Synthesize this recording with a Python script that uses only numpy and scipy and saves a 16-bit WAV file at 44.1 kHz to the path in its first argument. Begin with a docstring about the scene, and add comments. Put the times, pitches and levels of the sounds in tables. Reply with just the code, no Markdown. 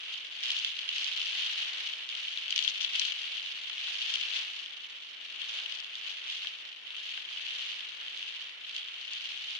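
"""Inside a slowly moving car, with heavy rain on the windscreen.
Sheets of drops tick on the glass, which rings most strongly near 3 kHz; fat drops snap out singly
and in short volleys. Harder rain makes the patter louder, sharper and slightly denser.
Under it lie dull taps and a wash of rain on the bodywork, soft wiper strokes,
a low road rumble and a faint hiss."""
import sys
import numpy as np
from scipy import signal
from scipy.fft import rfft, irfft, next_fast_len
from scipy.io import wavfile
from scipy.ndimage import map_coordinates

SR = 44100
rng = np.random.default_rng(int(sys.argv[2]) if len(sys.argv) > 2 else 0)


def master_out(mix):
    """Clip the mix to full scale and print it as 16-bit PCM to the path in sys.argv[1]."""
    frames = np.transpose(np.atleast_2d(mix))
    ceiling = np.clip(frames, -1, 1)
    pcm = np.round(ceiling * 32767).astype(np.int16)
    wavfile.write(sys.argv[1], SR, pcm)


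N = 422919

# The tone of a drop heard through the glass. Each row: frequency in Hz, relative level in dB.
GLASS_TONE = [(40, -87), (200, -59), (700, -30.5), (1400, -21), (2000, -12), (2500, -5), (2800, 0.5),
              (3050, 4.5), (3300, 0), (3560, -1), (3830, -5.5), (4350, -7.5), (5100, -16), (5900, -17.5),
              (6800, -24), (7700, -34.5), (9000, -36), (10500, -44.5), (12000, -47.5), (16000, -53)]
RING_HZ, RING_HALF_WIDTH_HZ = 3000, 350  # where the glass rings most strongly


def windscreen():
    """Thicker sheets of rain are louder, denser and sharper; the finest spray merges into a hiss."""
    # How hard the rain hits. Each row: time in seconds, strength in dB.
    rain_strength = [(0.0, -37), (0.18, -37), (0.3, -40), (0.39, -37), (0.46, -31.5), (0.68, -33.5),
                     (0.77, -35), (0.86, -36), (1.0, -31.5), (1.4, -31), (1.7, -33.5), (1.88, -34),
                     (1.96, -36.5), (2.06, -40), (2.18, -34.5), (2.48, -34.5), (2.6, -32), (2.77, -33.5),
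                     (2.88, -35), (2.96, -30.5), (3.2, -34), (3.42, -35), (3.56, -37), (3.72, -37),
                     (3.86, -32), (4.2, -32.5), (4.31, -32.5), (4.38, -31), (4.52, -37.5), (4.62, -38),
                     (4.72, -41.5), (5.2, -42), (5.34, -39), (5.42, -36.5), (5.56, -33), (5.7, -36.5),
                     (5.9, -40.5), (6.08, -35), (6.22, -38.5), (6.32, -35.5), (6.45, -38), (6.51, -39.5),
                     (6.82, -44.5), (6.92, -40.5), (7.1, -35), (7.22, -39), (7.6, -34), (7.9, -40),
                     (8.02, -39), (8.32, -36.5), (8.47, -39.5), (8.58, -43.5), (8.68, -38.5), (8.76, -37),
                     (8.9, -41), (9.18, -36.5), (9.42, -36.5), (9.58, -35)]
    drops_per_s, flurries_per_s = 1700, 12
    rain_db, = curves(rain_strength)
    swell_db = rain_db - rain_db.mean()
    density = amp(0.05 * swell_db)
    ticks = patter(rate=drops_per_s * density, scatter_db=5.5, spread_db=15.5, largest=1.84)
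    ticks = unit(ticks / np.sqrt(density))  # extra drops alone add no loudness
    ticks = unit(ticks + amp(-10) * cabin_noise(GLASS_TONE))  # add the fine spray
    # chance flurries nudge the treble, the side and the level
    treble_db = -2.1 + 0.38 * swell_db + 0.83 * wobble(flurries_per_s)
    pan_db = 0.85 + 0.8 * wobble(flurries_per_s)
    level_db = rain_db - 2.5 + 0.05 * wobble(flurries_per_s)
    ticks = ticks + (amp(treble_db) - 1) * filtered(ticks, treble)
    return ticks * amp(level_db) * sides(pan_db)


def patter(rate, scatter_db, spread_db, largest, spots=48):
    """Drops of random size, rate a second, land on many spots that each ring their own way."""
    glass = np.zeros((2, N))
    for place in np.linspace(-1, 1, spots):
        ring = impact(edge_db=0.5, cabin_db=0.5, cabin_fade_s=0.041, bright_db=rng.normal(-0.9, 6.0),
                      ring_hz=RING_HZ * np.exp(0.02 * rng.standard_normal()), ring_db=0)
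        lands = rng.random(N) < rate / (spots * SR)
        sizes = np.minimum(rng.standard_normal(N)[lands], largest)  # bigger drops break up
        hits = np.zeros(N)
        hits[lands] = amp(scatter_db * sizes)
        glass += signal.oaconvolve(hits[None], unit(ring) * sides(spread_db * place), axes=1)[:, :N]
    return unit(glass)


def impact(edge_db, cabin_db, cabin_fade_s, bright_db, ring_hz, ring_db, size=4096):
    """One drop bends the glass: a wave runs out and bounces off the frame, then the cabin echoes."""
    t, hz = np.arange(size) / SR, np.fft.rfftfreq(size, 1 / SR)
    # higher waves run faster, matching sound in air (343 m/s) at the ring of the glass
    radians_per_m = 2 * np.pi * np.sqrt(hz * RING_HZ) / 343
    wave = lambda near_m, far_m: np.exp(-1j * radians_per_m * rng.uniform(near_m, far_m, (2, 1)))
    bending = wave(0.2, 0.5) + amp(edge_db) * (wave(0.5, 0.9) + wave(0.8, 1.5) / 2)
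    echoes = rng.standard_normal((2, size)) * amp(-60 * t / cabin_fade_s) * (1 - np.exp(-t / 0.0016))
    # each spot rings a little higher or lower, and longer under a heavy drop
    tone_db = along(GLASS_TONE, hz * RING_HZ / ring_hz)
    tone_db += bright_db * treble(hz, low_hz=4740, high_hz=7250)
    tone_db += ring_db * ring_band(hz, ring_hz)
    spectrum = (bending + amp(cabin_db) * unit(rfft(echoes))) * struck_filter(tone_db)
    return irfft(spectrum) * (1 - t / t[-1])


def fat_drops():
    """Single heavy drops snap on the glass, each with its own ring and hardness."""
    # Each row: start in seconds, level in dB, left over right in dB,
    # treble share in dB before the extra crack, ring in Hz.
    drops = [(0.14, -30, 2, -16, 3030), (0.43, -30, -2, -16, 3000), (0.435, -26, -3, -13, 2910),
             (0.458, -28, 0, -16, 3160), (0.504, -21, 4, -14, 3030), (0.517, -25, 2, -11, 3100),
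             (0.566, -27, 1, -15, 3060), (0.589, -26, -2, -13, 3050), (0.598, -28, 3, -14, 3110),
             (0.647, -21, -5, -16, 3100), (0.703, -30, -13, -21, 3330), (0.79, -27, 0, -18, 3020),
             (0.816, -32, 5, -18, 3230), (0.89, -23, -5, -17, 2970), (0.982, -26, 5, -12, 3130),
             (1.044, -25, 4, -11, 3080), (1.175, -26, 4, -16, 3100), (1.215, -27, 4, -20, 3080),
             (1.275, -27, 1, -15, 3090), (1.806, -29, -8, -16, 2920), (1.871, -29, 4, -16, 3030),
             (1.935, -28, 0, -23, 3080), (2.09, -29, -1, -15, 3060), (2.101, -33, -4, -19, 3080),
             (2.125, -29, -3, -26, 2860), (2.151, -27, 2, -17, 3040), (2.282, -28, 4, -25, 2960),
             (2.374, -25, 6, -21, 3380), (2.48, -29, 14, -22, 3160), (2.506, -24, 9, -10, 3080),
             (2.525, -21, 9, -20, 3010), (2.561, -20, 8, -8, 2970), (2.578, -19, 11, -13, 3110),
             (2.59, -18, 9, -16, 3080), (2.625, -25, 18, -14, 3150), (2.639, -32, 13, -3, 2860),
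             (2.648, -22, 14, -17, 3180), (2.677, -16, 14, -20, 3260), (2.809, -24, 8, -18, 3080),
             (2.828, -27, 11, -12, 3030), (2.84, -27, 12, -21, 3200), (2.847, -19, 9, -21, 3190),
             (2.952, -22, 11, -27, 2980), (2.958, -24, 10, -15, 3090), (2.996, -18, 13, -7, 3110),
             (3.017, -21, 11, -19, 3150), (3.038, -26, 9, -20, 3120), (3.051, -22, 10, -18, 3000),
             (3.121, -25, 11, -19, 2960), (3.645, -32, 14, -29, 2980), (3.698, -28, -5, -20, 3070),
             (3.78, -29, 11, -22, 3020), (4.017, -26, -5, -19, 2980), (4.025, -28, 7, -14, 3100),
             (4.139, -22, 8, -13, 3040), (4.156, -22, 11, -14, 3020), (4.211, -25, 10, -14, 2840),
             (4.336, -28, 10, -17, 3450), (4.365, -25, 8, -20, 3200), (4.391, -30, 5, -20, 3060),
             (4.66, -34, 12, -15, 2940), (4.736, -38, 5, -23, 3020), (4.769, -36, -11, -22, 2950),
             (4.845, -35, -8, -26, 2930), (4.904, -37, -1, -17, 3140), (5.361, -36, 7, -15, 2940),
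             (5.417, -29, 11, -18, 3190), (5.571, -33, 5, -18, 3170), (5.661, -30, 12, -22, 3180),
             (5.723, -30, 4, -15, 3080), (5.802, -34, 5, -10, 3040), (5.845, -34, 3, -19, 2950),
             (5.954, -31, 8, -15, 3120), (6.299, -28, 1, -18, 3160), (6.42, -34, -2, -17, 2950),
             (6.471, -25, 24, -21, 3240), (6.866, -37, -14, -23, 3000), (6.87, -37, -18, -23, 3010),
             (6.905, -34, -3, -27, 3030), (6.965, -33, -3, -23, 3010), (6.982, -34, 2, -29, 3030),
             (7.175, -30, 3, -22, 3050), (7.288, -32, -8, -27, 3000), (7.372, -32, 2, -19, 3090),
             (7.466, -30, 8, -18, 3060), (7.507, -30, -4, -20, 2970), (7.806, -33, -11, -22, 3050),
             (7.892, -35, 4, -19, 3230), (8.012, -35, -3, -18, 3000), (8.082, -32, -3, -24, 3010),
             (8.175, -32, 0, -14, 3310), (8.227, -30, 4, -22, 2980), (8.416, -35, -4, -19, 3100),
             (8.648, -35, 0, -23, 3070), (8.694, -33, -7, -17, 3000), (8.748, -40, -4, -7, 3160),
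             (8.764, -26, 0, -13, 3030), (8.78, -32, -1, -15, 3000), (8.83, -33, 4, -23, 3070),
             (8.85, -35, -1, -25, 2930), (8.885, -34, 4, -23, 3040), (8.941, -34, 2, -23, 3080),
             (9.134, -33, 11, -6, 3070), (9.15, -34, 2, -25, 3040), (9.169, -32, -1, -21, 3080)]
    snap_s, crack_db, contact_hz = 0.0013, 0.95, 2090
    out = np.zeros((2, N + SR))
    for start, db, pan_db, treble_db, ring_hz in drops:
        plain = impact(edge_db=-8, cabin_db=-6, cabin_fade_s=0.028, bright_db=0,
                       ring_hz=ring_hz, ring_db=5.5)
        snap = np.array([hardened(ear, treble_db + crack_db) for ear in plain])
        strength = np.sqrt(np.sum(snap ** 2, axis=1, keepdims=True) / (snap_s * SR))
        out[:, round(start * SR):][:, :snap.shape[1]] += amp(db) * sides(pan_db) * snap / strength
    # a small hard contact makes few low tones
    return filtered(out[:, :N], lambda hz: -hz ** 2 / (contact_hz ** 2 + 1j * contact_hz * hz - hz ** 2))


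def hardened(plain, treble_db):
    """A hard hit is bright, a soft one dull: move the treble's share of a drop towards treble_db."""
    spectrum = rfft(plain)
    hz = np.linspace(0, SR / 2, len(spectrum))
    for _ in range(3):
        power = np.abs(spectrum) ** 2
        lift_db = treble_db - 10 * np.log10(np.sum(power[hz > 4800]) / np.sum(power))
        spectrum = spectrum * struck_filter(lift_db * treble(hz, low_hz=4200, high_hz=10500))
    return irfft(spectrum)


def volleys():
    """Short bursts of heavy drops rattle on one part of the glass at a time."""
    # Each row: start in seconds, length in seconds, level in dB, left over right in dB,
    # treble lift in dB.
    bursts = [(0.43, 0.16, -39, -2, 5.5), (0.642, 0.048, -40, -8, 2), (0.945, 0.14, -46, 0, 12),
              (1.343, 0.35, -39, 1, -1), (2.592, 0.114, -37, 4, 9), (2.807, 0.058, -37.5, 8, 6),
              (2.93, 0.178, -39.5, 7, 4.5), (4.09, 0.12, -37.5, 5.5, 3), (4.345, 0.055, -36.5, 12, 5),
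              (5.394, 0.052, -41, 8, -9), (5.71, 0.1, -46, 7, 7.5), (6.273, 0.22, -42.5, -3.5, 2),
              (7.458, 0.27, -46, -5, 4), (8.744, 0.057, -43, -5, -5), (9.11, 0.066, -40.5, 0, -1)]
    t, edge_s = np.arange(N) / SR, 0.011
    rattle = patter(rate=480, scatter_db=2.0, spread_db=1.0, largest=2.5, spots=24)
    snap = filtered(rattle, treble)
    out = np.zeros((2, N))
    for start, length, db, pan_db, treble_db in bursts:
        fade = np.clip(np.minimum(t - start, start + length - t) / edge_s + 0.5, 0, 1)
        out += amp(db) * sides(pan_db) * fade * (rattle + (amp(treble_db) - 1) * snap)
    return out


def near_pane(glass):
    """The pane sends some pitches left, others right; a little of its ring crosses over upside down."""
    # Each row: frequency in Hz, left over right in dB.
    lean = [(2000, 0.5), (2700, 1.5), (3050, 0.6), (3700, -1), (4400, 3), (5000, -3), (5800, 3), (7000, -1)]
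    left, right = filtered(glass, lambda hz: amp(along(lean, hz) * np.array([[1], [-1]]) / 2))
    crossed_ring = filtered(np.array([right, left]), ring_band)
    return np.array([left, right]) - 0.086 * crossed_ring


def roof_taps(size=4096):
    """Heavy drops on the lined roof give short, dull taps."""
    # Each row: start in seconds, level in dB before the boost, left over right in dB.
    taps = [(0.647, -52, 0), (3.699, -54, -2), (3.878, -53, 4), (3.906, -55, -6), (6.084, -64, -1),
            (6.446, -52, 5), (6.936, -59, 1), (7.176, -52, 0), (7.31, -56.5, 0), (8.013, -55.5, 1)]
    # A tap through the lining. Each row: frequency in Hz, relative level in dB.
    tap_tone = [(40, -60), (200, -30), (500, -11), (1000, -4), (1800, 2.5), (3000, -19), (5000, -36)]
    boost_db, fade_s = 9, 0.034
    out = np.zeros((2, N + SR))
    t, hz = np.arange(size) / SR, np.fft.rfftfreq(size, 1 / SR)
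    panel = unit(struck_filter(along(tap_tone, hz)))
    for start, db, pan_db in taps:
        splash = amp(db + boost_db - 60 * t / fade_s) * rng.standard_normal((2, size))
        out[:, round(start * SR):][:, :size] += sides(pan_db) * irfft(rfft(splash) * panel)
    return out[:, :N]


def bodywork():
    """Countless drops on roof and bonnet merge into a dull wash that swells slowly."""
    # Each row: time in seconds, level in dB.
    wash_level = [(0, -53.5), (1.0, -51), (1.7, -47), (2.2, -52), (2.9, -52), (3.7, -53.5), (4.25, -48.5),
                  (4.9, -55), (6.2, -50.5), (6.8, -55), (7.6, -50.5), (8.6, -53), (9.59, -53)]
    # Rain through the lined roof. Each row: frequency in Hz, relative level in dB.
    roof_tone = [(30, -46), (120, -39), (300, -10.5), (550, -4), (850, -0.5), (1300, 5), (2000, 9.5),
                 (3000, 10.5), (5000, -20), (9000, -58), (15000, -39)]
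    level_db, = curves(wash_level)
    return amp(level_db + 1.04 * wobble(12)) * cabin_noise(roof_tone)


def wipers():
    """Each stroke pushes water over the glass with a soft swish."""
    # Each row: middle of the stroke in seconds, level in dB.
    strokes = [(0.12, -70), (3.3, -62), (5.6, -56), (8.8, -71.5)]
    # Rubber on wet glass. Each row: frequency in Hz, relative level in dB.
    rubber_tone = [(150, -21), (420, 13), (900, 17), (1600, 24.5), (4000, -60)]
    t, half_stroke_s = np.arange(N) / SR, 0.11
    sweep = sum(amp(db) * np.exp(-((t - middle) / half_stroke_s) ** 2) for middle, db in strokes)
    return sweep * cabin_noise(rubber_tone)


def road():
    """Tyres and engine rumble through the floor, wavering a little."""
    # Each row: time in seconds, level in dB.
    rumble_level = [(0, -74.5), (9.59, -75)]
    # Each row: frequency in Hz, relative level in dB.
    rumble_tone = [(25, -44), (60, -26), (105, -11.5), (125, -9.5), (138, -9), (150, -2), (170, -8.5),
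                   (225, 4), (340, 3), (500, 5), (900, -3), (2000, -36)]
    level_db, = curves(rumble_level)
    return amp(level_db + wobble(2.55)) * cabin_noise(rumble_tone) * sides(pan_db=2)


def hiss():
    """A faint steady hiss that remains in the lulls."""
    # Each row: frequency in Hz, relative level in dB.
    hiss_tone = [(2000, -19), (5500, 22), (8000, -18), (11000, -1), (15000, -12)]
    return amp(-71) * cabin_noise(hiss_tone)


def cabin_noise(tone):
    """Stereo noise with the given tone and a level of 1, alike on both sides in the bass."""
    # Each row: frequency in Hz, likeness of the two sides (1 the same, -1 opposite).
    likeness = [(40, .6), (160, 1), (330, 0.81), (520, 0.39), (750, -0.06), (1200, -0.35), (1900, 0.14),
                (2800, 0.41), (5000, 0.38)]

    def colour(hz):
        angle = np.arccos(np.clip(along(likeness, hz), -1, 1)) / 2
        return amp(along(tone, hz)) * [np.cos(angle), np.sin(angle)]
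    mid, side = filtered(rng.standard_normal((2, N)), colour)
    return unit(np.array([mid + side, mid - side]))


def ring_band(hz, ring_hz=RING_HZ):
    """1 at the ring of the glass, falling to 0 away from it."""
    return 1 / (1 + ((hz - ring_hz) / RING_HALF_WIDTH_HZ) ** 2)


def treble(hz, low_hz=4300, high_hz=7600):
    """Near 1 in the band of a drop's snap, above the ring of the glass; 0 far outside it."""
    return (1 - 1 / (1 + (hz / low_hz) ** 10)) / (1 + (hz / high_hz) ** 8)


def amp(db):
    """Turn decibels into a gain."""
    return 10 ** (np.asarray(db) / 20)


def unit(x):
    """Scale x to an average (rms) level of 1."""
    return x / np.sqrt(np.mean(np.abs(x) ** 2) + 1e-20)


def along(points, hz):
    """Read between (Hz, value) points on a pitch-like (log) scale."""
    frequencies, values = np.transpose(points)
    return np.interp(np.log(hz + 1), np.log(frequencies), values)


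def curves(rows):
    """One value per sample for each column after the time."""
    seconds, *columns = np.transpose(rows)
    return [np.interp(np.arange(N) / SR, seconds, column) for column in columns]


def wobble(rate):
    """A smooth curve through rate random points a second."""
    return map_coordinates(rng.standard_normal(int(N * rate / SR) + 4), [np.arange(N) * rate / SR])


def filtered(x, response):
    """Scale each frequency in x by response(hz)."""
    size = next_fast_len(N + SR // 2)
    return irfft(rfft(x, size) * response(np.fft.rfftfreq(size, 1 / SR)), size)[..., :N]


def struck_filter(gain_db):
    """A filter with these gains that rings after a hit, never before it (minimum phase)."""
    cepstrum = irfft(np.log(amp(gain_db)))
    half = len(cepstrum) // 2
    cepstrum[1:half] *= 2
    cepstrum[half + 1:] = 0
    return np.exp(rfft(cepstrum))


def sides(pan_db):
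    """Left and right gains with the same total power; positive pan_db leans left."""
    gains = amp(np.array([pan_db, -pan_db]).reshape(2, -1) / 2)
    return gains / np.sqrt(np.mean(gains ** 2, axis=0))


def scene():
    """Everything heard in the cabin."""
    glass = near_pane(windscreen() + volleys() + fat_drops())
    return glass + roof_taps() + bodywork() + wipers() + road() + hiss()


def record(dry):
    """Cut away the very highest treble."""
    return filtered(dry, lambda hz: hz < 15850)


dry = scene()
out = record(dry)
master_out(out)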